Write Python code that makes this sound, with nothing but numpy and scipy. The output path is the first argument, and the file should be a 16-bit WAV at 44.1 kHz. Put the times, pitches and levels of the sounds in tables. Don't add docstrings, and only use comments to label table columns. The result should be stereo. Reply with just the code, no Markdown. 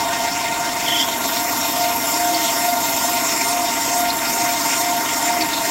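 import sys
import numpy as np
from scipy import signal
from scipy.fft import rfft, irfft
from scipy.io import wavfile
from scipy.ndimage import uniform_filter1d

SR = 44100
rng = np.random.default_rng(int(sys.argv[2]) if len(sys.argv) > 2 else 0)


def dump_mix(stems):
    frames = np.atleast_2d(stems).T
    limited = np.clip(frames, -1, 1)
    pcm = np.round(limited * 32767).astype(np.int16)
    wavfile.write(sys.argv[1], SR, pcm)


N = 251370
TIME = np.arange(N) / SR
FREQ = np.maximum(np.arange(N // 2 + 1) * SR / N, 1)

WHINE_HZ, CYCLES_PER_TURN = 920.9, 36.9
# (moment of top speed [s], shift of the main whine's lag [rad])
SPEED_SWINGS = [(1.01, 1.4), (1.44, 1.15), (1.83, 1.95), (2.26, 2.55), (2.69, 2.45), (3.13, 1.45),
                (3.57, 1.95), (4.01, 2.4), (4.46, 1.65), (4.9, 1.9), (5.33, 2.1), (5.79, 1.6)]
# (frequency [Hz], width [Hz], left [dB], right [dB])
BAR_MODES = [(3650, 250, -9, -8), (4250, 200, -8, -6), (4900, 400, -4, -5), (5270, 180, -1, 1),
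             (5570, 200, -1, 2), (6300, 250, -3, 0), (6600, 350, -4, 0), (7210, 220, 2, .5),
             (7660, 260, 2.5, -9), (8350, 380, -6, -7), (9050, 280, -7, -6)]


def undb(db):
    return 10 ** (np.asarray(db) / 20)


def unit(x):
    return x / np.sqrt(np.mean(x ** 2))


def curves(table):
    s, *columns = np.transpose(table)
    return [np.interp(TIME, s, c) for c in columns]


def across(points):
    hz, value = np.transpose(points)
    return np.interp(np.log(FREQ), np.log(hz), value)


def bell(s, length):
    return np.exp(-np.minimum((2 * (TIME - s) / length) ** 2, 50))


def walk(rate_hz, size=32768):
    hz = FREQ[:size // 2 + 1]
    coarse = irfft(rfft(rng.standard_normal(size)) / (1 + (hz / rate_hz) ** 4))
    return np.interp(TIME, np.linspace(0, TIME[-1], size), unit(coarse))


def complex_walk(rate_hz):
    return walk(rate_hz) + 1j * walk(rate_hz)


def resonances(modes):
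    power = 0
    for hz, width, left, right in modes:
        peak = undb([[left], [right]]) ** 2
        power = power + peak / (1 + (1.46 * (FREQ - hz) / width) ** 2) ** 2
    return power


def stereo_noise(power, grit_db):
    # (frequency [Hz], correlation [-1 to 1])
    likeness = [(60, 0.92), (380, 0.88), (560, 0.097), (680, 0.78), (850, -0.11), (1030, 0.33),
                (1180, -0.5), (1450, 0.31), (1800, -0.28), (2100, 0.45), (4000, -0.026), (6500, 0.17),
                (7200, 0.88), (9500, 0.52), (10500, 0.18), (11800, 0.94), (13500, -0.3), (14500, -0.27),
                (15500, 0.074)]
    grains = unit(undb(grit_db * walk(580)))
    mid, side = rfft(rng.standard_normal((2, N)) * grains)
    alike = np.clip(across(likeness), -.99, .99)
    pair = mid * np.sqrt(1 + alike) + np.array([[1], [-1]]) * side * np.sqrt(1 - alike)
    return irfft(pair * np.sqrt(power * SR) / 2, N)


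def loaded():
    start_s, rise_s = 0.854, 0.36
    return np.clip((TIME - start_s) / rise_s, 0, 1)


def swing(late_s=0):
    top_speed_s = np.transpose(SPEED_SWINGS)[0]
    cycles = np.interp(TIME - late_s, top_speed_s, np.arange(len(SPEED_SWINGS)))
    return loaded() * np.cos(2 * np.pi * cycles)


def spindle_phase():
    idle_rise_hz, swing_hz = 1.8, 4.2
    hz = WHINE_HZ + idle_rise_hz * (1 - loaded()) + swing_hz * swing()
    return 2 * np.pi * np.cumsum(hz) / SR


def whine_level():
    # (time [s], level [dB])
    whine_db = [(0, -21.7), (.8, -20.8), (1.1, -23.3), (1.45, -20.3), (1.85, -18.7), (2.3, -20.2),
                (3, -20.8), (3.55, -20.4), (4, -20.1), (4.25, -21.3), (4.55, -20), (5.7, -21)]
    left_swing_db, lead_s = 1, 0.096
    return curves(whine_db)[0] + np.array([[left_swing_db], [0]]) * swing(-lead_s)


def whine_lag():
    idle_rad, slow_rad = 2.5, 3.4
    speed = np.clip((1 + swing(late_s=.01)) / 2, 0, 1) ** 1.25
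    return idle_rad + loaded() * (slow_rad - idle_rad - curves(SPEED_SWINGS)[0] * speed)


def tone(phase, left_db, right_db, lag, rough, flutter_hz):
    shared = complex_walk(flutter_hz)
    own = np.array([complex_walk(flutter_hz) for _ in range(2)])
    flutter = 1 + rough * (shared + own / 2) / 2
    line = flutter * np.exp(1j * np.array([phase + lag / 2, phase - lag / 2]))
    return unit(line.real) * undb([[left_db], [right_db]])


def drive(phase):
    # (multiple, left level [dB], right level [dB], right lag [rad], roughness [0 to 1])
    overtones = [(2, -33, -40, 1.06, 1), (3, -37, -43.5, 0.15, 1)]
    main_phase = phase * .7628
    main = tone(main_phase, left_db=.8, right_db=0, lag=whine_lag(), rough=.11, flutter_hz=20)
    upper = tone(phase, left_db=-24.5, right_db=-41, lag=.6, rough=.3, flutter_hz=35)
    partials = sum(tone(main_phase * k, left, right, lag, rough, flutter_hz=24.4)
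                   for k, left, right, lag, rough in overtones)
    beat = 1 + .36 * np.sin(phase / CYCLES_PER_TURN * .636)
    return main * undb(whine_level()) + upper * beat + partials


def wandering_bands(x, rate_hz=11, count=12):
    # (frequency [Hz], depth [dB])
    depth = [(700, 1.6), (1200, 3), (2100, 2.1), (3000, 3), (4500, 3.3), (6500, 2)]
    spectrum = rfft(x)
    place = 3 * np.log2(FREQ / 500)
    depths_db = np.interp(np.arange(count), place, across(depth))
    out = x
    for k, db in enumerate(depths_db):
        band = irfft(spectrum * np.maximum(1 - np.abs(place - k), 0), N)
        out = out + band * (unit(undb(db * walk(rate_hz))) * undb(1.5) - 1)
    return out


def rush(turn):
    # (frequency [Hz], level [dB per Hz])
    air_db = [(25, -74.5), (60, -70), (150, -63.5), (330, -63.5), (480, -64.5), (620, -66), (800, -58),
              (1100, -62.7), (1400, -63), (1600, -62.5), (2500, -63.5), (4300, -66.5), (7000, -68.5),
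              (9500, -71.5), (15500, -71.5)]
    # (frequency [Hz], width [Hz], left [dB per Hz], right [dB per Hz])
    panel_modes = [(552, 12, -66, -59), (623, 9, -55, -57), (664, 10, -52, -47), (682, 10, -43, -50),
                   (730, 20, -58, -62), (905, 25, -49, -57), (945, 25, -55, -51), (1050, 50, -55, -54),
                   (1135, 25, -57, -57), (1195, 35, -55, -55), (1560, 40, -62, -62), (1860, 55, -54, -55),
                   (2000, 50, -57, -63), (2100, 40, -54.5, -53.5), (2330, 55, -59, -64),
                   (2490, 70, -59.5, -63), (2790, 70, -63, -64), (3130, 40, -66, -61),
                   (3400, 120, -68, -64), (3690, 80, -58, -58), (4250, 120, -69, -63),
                   (5450, 450, -66, -61), (6500, 450, -70, -63), (7200, 170, -61, -62),
                   (7650, 150, -59, -72)]
    # (time [s], level [dB])
    mid_gain = [(0, -1.5), (.95, 0), (1.05, -3), (1.4, -1.5), (2.3, -1.5), (3, -2), (3.2, 0.5), (3.55, 0.5),
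                (3.7, -.5), (4.3, -1), (4.7, 2), (4.85, -0.5), (5.5, 0), (5.7, -0.5)]
    air = stereo_noise(undb(across(air_db)) ** 2, grit_db=1.2)
    panels = stereo_noise(resonances(panel_modes), grit_db=-0.1) * undb(1.0)
    pulsing = 1 + 0.3 * np.sin(turn) + 0.024 * np.sin(3 * turn)
    both = wandering_bands(air + panels * pulsing)
    mid_hz, mid_width_hz = 2150, 600
    mids = irfft(rfft(both) / (1 + ((FREQ - mid_hz) / mid_width_hz) ** 4), N)
    return both + mids * (undb(curves(mid_gain)[0]) - 1)


def fine_ripple(depth_db, spacing_hz, size=16384):
    hz = np.linspace(0, SR / 2, size)
    ripple = uniform_filter1d(rng.standard_normal((2, size)), max(int(spacing_hz / hz[1]), 1))
    return unit(np.array([np.interp(FREQ, hz, undb(depth_db * unit(r))) for r in ripple]))


def uneven_treble(x):
    share = np.clip(FREQ / 2500 - 1, 0, 1)
    return irfft(rfft(x) * (1 + share * (fine_ripple(depth_db=2.4, spacing_hz=40) - 1)), N)


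def rumble():
    # (frequency [Hz], width [Hz], left [dB per Hz], right [dB per Hz])
    low_modes = [(245, 16, -55, -56), (266, 14, -52, -52.5), (287, 9, -48, -48.5), (316, 13, -50, -51),
                 (365, 8, -58, -60), (394, 7, -57, -58)]
    # (time [s], pitch [Hz], length [s], level [dB])
    boom_list = [(0.95, 315, 0.09, -29.5), (2.335, 320, 0.1, -25.5), (5.425, 316, 0.1, -25.5)]
    ring = stereo_noise(resonances(low_modes), grit_db=0)
    slow = np.sqrt(uniform_filter1d(np.mean(ring ** 2, axis=0), SR // 8))
    idle_db = -3
    out = ring / unit(slow) * undb(idle_db * (1 - loaded()) + 1.0)
    for s, hz, length, db in boom_list:
        out = out + undb(db) * bell(s, length) * np.sin(2 * np.pi * (hz * TIME + rng.random()))
    return out


def cut_levels():
    # (time [s], chip scraping level [dB], edge hiss level [dB])
    depth = [(.8, -26, -30), (1.12, -45.5, -33), (1.35, -29.5, -27.5), (1.9, -31.5, -28.5),
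             (2.15, -25, -27.5), (2.8, -27.5, -27.5), (3.05, -27, -26.5), (3.6, -31, -31), (4.1, -35, -31),
             (4.3, -24.5, -29), (4.9, -31.5, -31.5), (5.7, -34, -33)]
    # (snap time [s], growth [s], scraping gain [dB], edge gain [dB])
    curls = [(1.02, 0.13, 10, 0), (1.84, 0.18, 2, 2), (2.66, 0.33, 2, 3), (3.49, 0.65, 6, 1),
             (3.995, 0.53, 10, 6), (4.81, 0.43, 7.5, 8), (5.28, 0.38, 7, 2), (5.68, .2, 9, 2)]
    release_s, snap_hiss_s = 0.073, .055
    scrape_db, edge_db = curves(depth)
    rubbing = sum(np.interp(TIME, (s - growth, s, s + release_s), (0, db, 0))
                  for s, growth, db, _ in curls)
    snapping = sum(db * bell(s, snap_hiss_s) for s, _, _, db in curls)
    return scrape_db + 1 * swing(late_s=-0.088) + rubbing, edge_db + snapping


def rubbed(modes, grit_db, wander_db, wander_hz):
    return unit(sum(stereo_noise(resonances([mode]), grit_db) * undb(wander_db * walk(wander_hz))
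                    for mode in modes))


def crackle():
    cracks_per_s, spread_db = 560, 3.7
    chance = rng.random((int(cracks_per_s * N / SR), 2))
    at = (chance[:, 0] * N).astype(int)
    size = undb(-spread_db * np.log(1 - .97 * chance[:, 1]))
    out = 0
    for hz, width, left, right in BAR_MODES:
        shared, *own = rng.standard_normal((3, len(at)))
        clicks = np.array([np.bincount(at, size * (shared + mic), N) for mic in own])
        response = undb([[left], [right]]) / (1 + 1.33j * (FREQ - hz) / width) ** 2
        out = out + rfft(clicks) * response
    return unit(irfft(out, N))


def cut(turn):
    # (frequency [Hz], width [Hz], left [dB], right [dB])
    blade_modes = [(10500, 600, -5, -2), (11600, 450, 0, 2), (12080, 220, -3, 3), (13000, 600, -5, 0),
                   (13680, 200, -3, -1), (14450, 380, -3, 6), (15500, 600, -7, -2)]
    scrape_db, edge_db = cut_levels()
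    engaged = np.clip((TIME - .75) / 0.17, 0, 1)
    load = undb(0.53 * walk(8.9) + 0.28 * np.sin(turn))
    friction = rubbed(BAR_MODES, grit_db=1, wander_db=3.3, wander_hz=12)
    scrape = (friction + undb(-8.5) * crackle()) * undb(scrape_db + .6)
    edge = rubbed(blade_modes, grit_db=1, wander_db=3, wander_hz=18) * undb(edge_db + .4)
    return engaged * load * (scrape + edge)


def struck(s, rise_s, t60):
    decay = undb(-60 * np.clip((TIME - s) / t60, 0, 2))
    return np.where(TIME < s, bell(s, 2 * rise_s), decay)


def bursts():
    # (first burst [s], last burst [s], first pitch [Hz], last pitch [Hz],
    # first level [dB], last level [dB]), before the microphone balance
    squeal_modes = [(.883, 1.002, 3105, 3135, -14.5, -11.7), (.867, 1.025, 3290, 3340, -19, -13)]
    turn_s = CYCLES_PER_TURN / WHINE_HZ
    found = []
    for first, last, first_hz, last_hz, first_db, last_db in squeal_modes:
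        for s in np.arange(first, last + turn_s / 2, turn_s):
            hz = np.interp(s, (first, last), (first_hz, last_hz))
            db = np.interp(s, (first, last), (first_db, last_db))
            found.append((s, hz, db))
    return found


def squeals():
    # (time [s], pitch [Hz], length [s], level [dB])
    blade_ring = [(.935, 3150, 0.05, -21), (.915, 3420, .06, -25), (1.005, 3480, .08, -25),
                  (1.08, 3310, 0.035, -29)]
    whistles = [(1.86, 9010, .55, -47), (2.16, 8550, .05, -39), (3.46, 8480, 0.031, -27),
                (3.97, 8300, .06, -31), (4.803, 8300, 0.047, -29), (5.28, 8400, .05, -32)]
    grip_rough, grip_hz, grip_limit = 0.5, 300, 1.7
    grip = np.array([1 + grip_rough * complex_walk(grip_hz) for _ in range(2)])
    grip = grip * grip_limit * np.tanh(np.abs(grip) / grip_limit) / np.abs(grip)
    grabs = [(hz, db, struck(s, rise_s=.005, t60=.08)) for s, hz, db in bursts()]
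    swells = [(hz, db, bell(s, length)) for table in (blade_ring, whistles)
              for s, hz, length, db in table]
    out = np.zeros((2, N))
    for hz, db, envelope in grabs + swells:
        near = envelope > 1e-3
        ring = grip[:, near] * np.exp(2j * np.pi * (hz * TIME[near] + rng.random()))
        with_octave = (ring + undb(-18) * ring ** 2).imag
        out[:, near] += undb(db) * envelope[near] * with_octave
    return out * undb([[-2.5], [1.5]])


def ticks(width_hz=380, crack_t60=.014, crack_db=-12):
    # (time [s], ring [Hz], level [dB])
    strikes = [(2.141, 5240, -17.5), (2.3456, 4420, -12.5), (3.2679, 7260, -16), (3.7523, 7640, -18),
               (4.1028, 4390, -12.5), (4.189, 3600, -21), (4.7141, 5420, -17), (5.409, 4590, -16.5),
               (5.4204, 4400, -15)]
    hold_s, ring_t60 = .002, .036
    own = np.array([complex_walk(width_hz) for _ in range(2)])
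    cluster = complex_walk(width_hz) + own / 2
    crack = undb(crack_db) * unit(np.diff(rng.standard_normal((2, N + 1))))
    out = np.zeros((2, N))
    for s, hz, db in strikes:
        near = (TIME >= s) & (TIME < s + 2 * ring_t60)
        t = TIME[near] - s
        wander = cluster[:, near] / np.abs(cluster[:, near])
        ring = (wander * np.exp(2j * np.pi * hz * t)).imag
        ring_fade = np.exp(-np.log(1000) * np.maximum(t - hold_s, 0) / ring_t60)
        crack_fade = np.exp(-np.log(1000) * t / crack_t60)
        out[:, near] += undb(db) * (ring * ring_fade + crack[:, near] * crack_fade)
    return out * undb([[-2], [-.5]])


def scene():
    phase = spindle_phase()
    turn = phase / CYCLES_PER_TURN
    noises = uneven_treble(rush(turn) + cut(turn))
    return drive(phase) + rumble() + noises + squeals() + ticks()


def record(dry):
    return signal.sosfilt(signal.ellip(12, .1, 90, 15750, fs=SR, output="sos"), dry)


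dry = scene()
out = record(dry)
dump_mix(out)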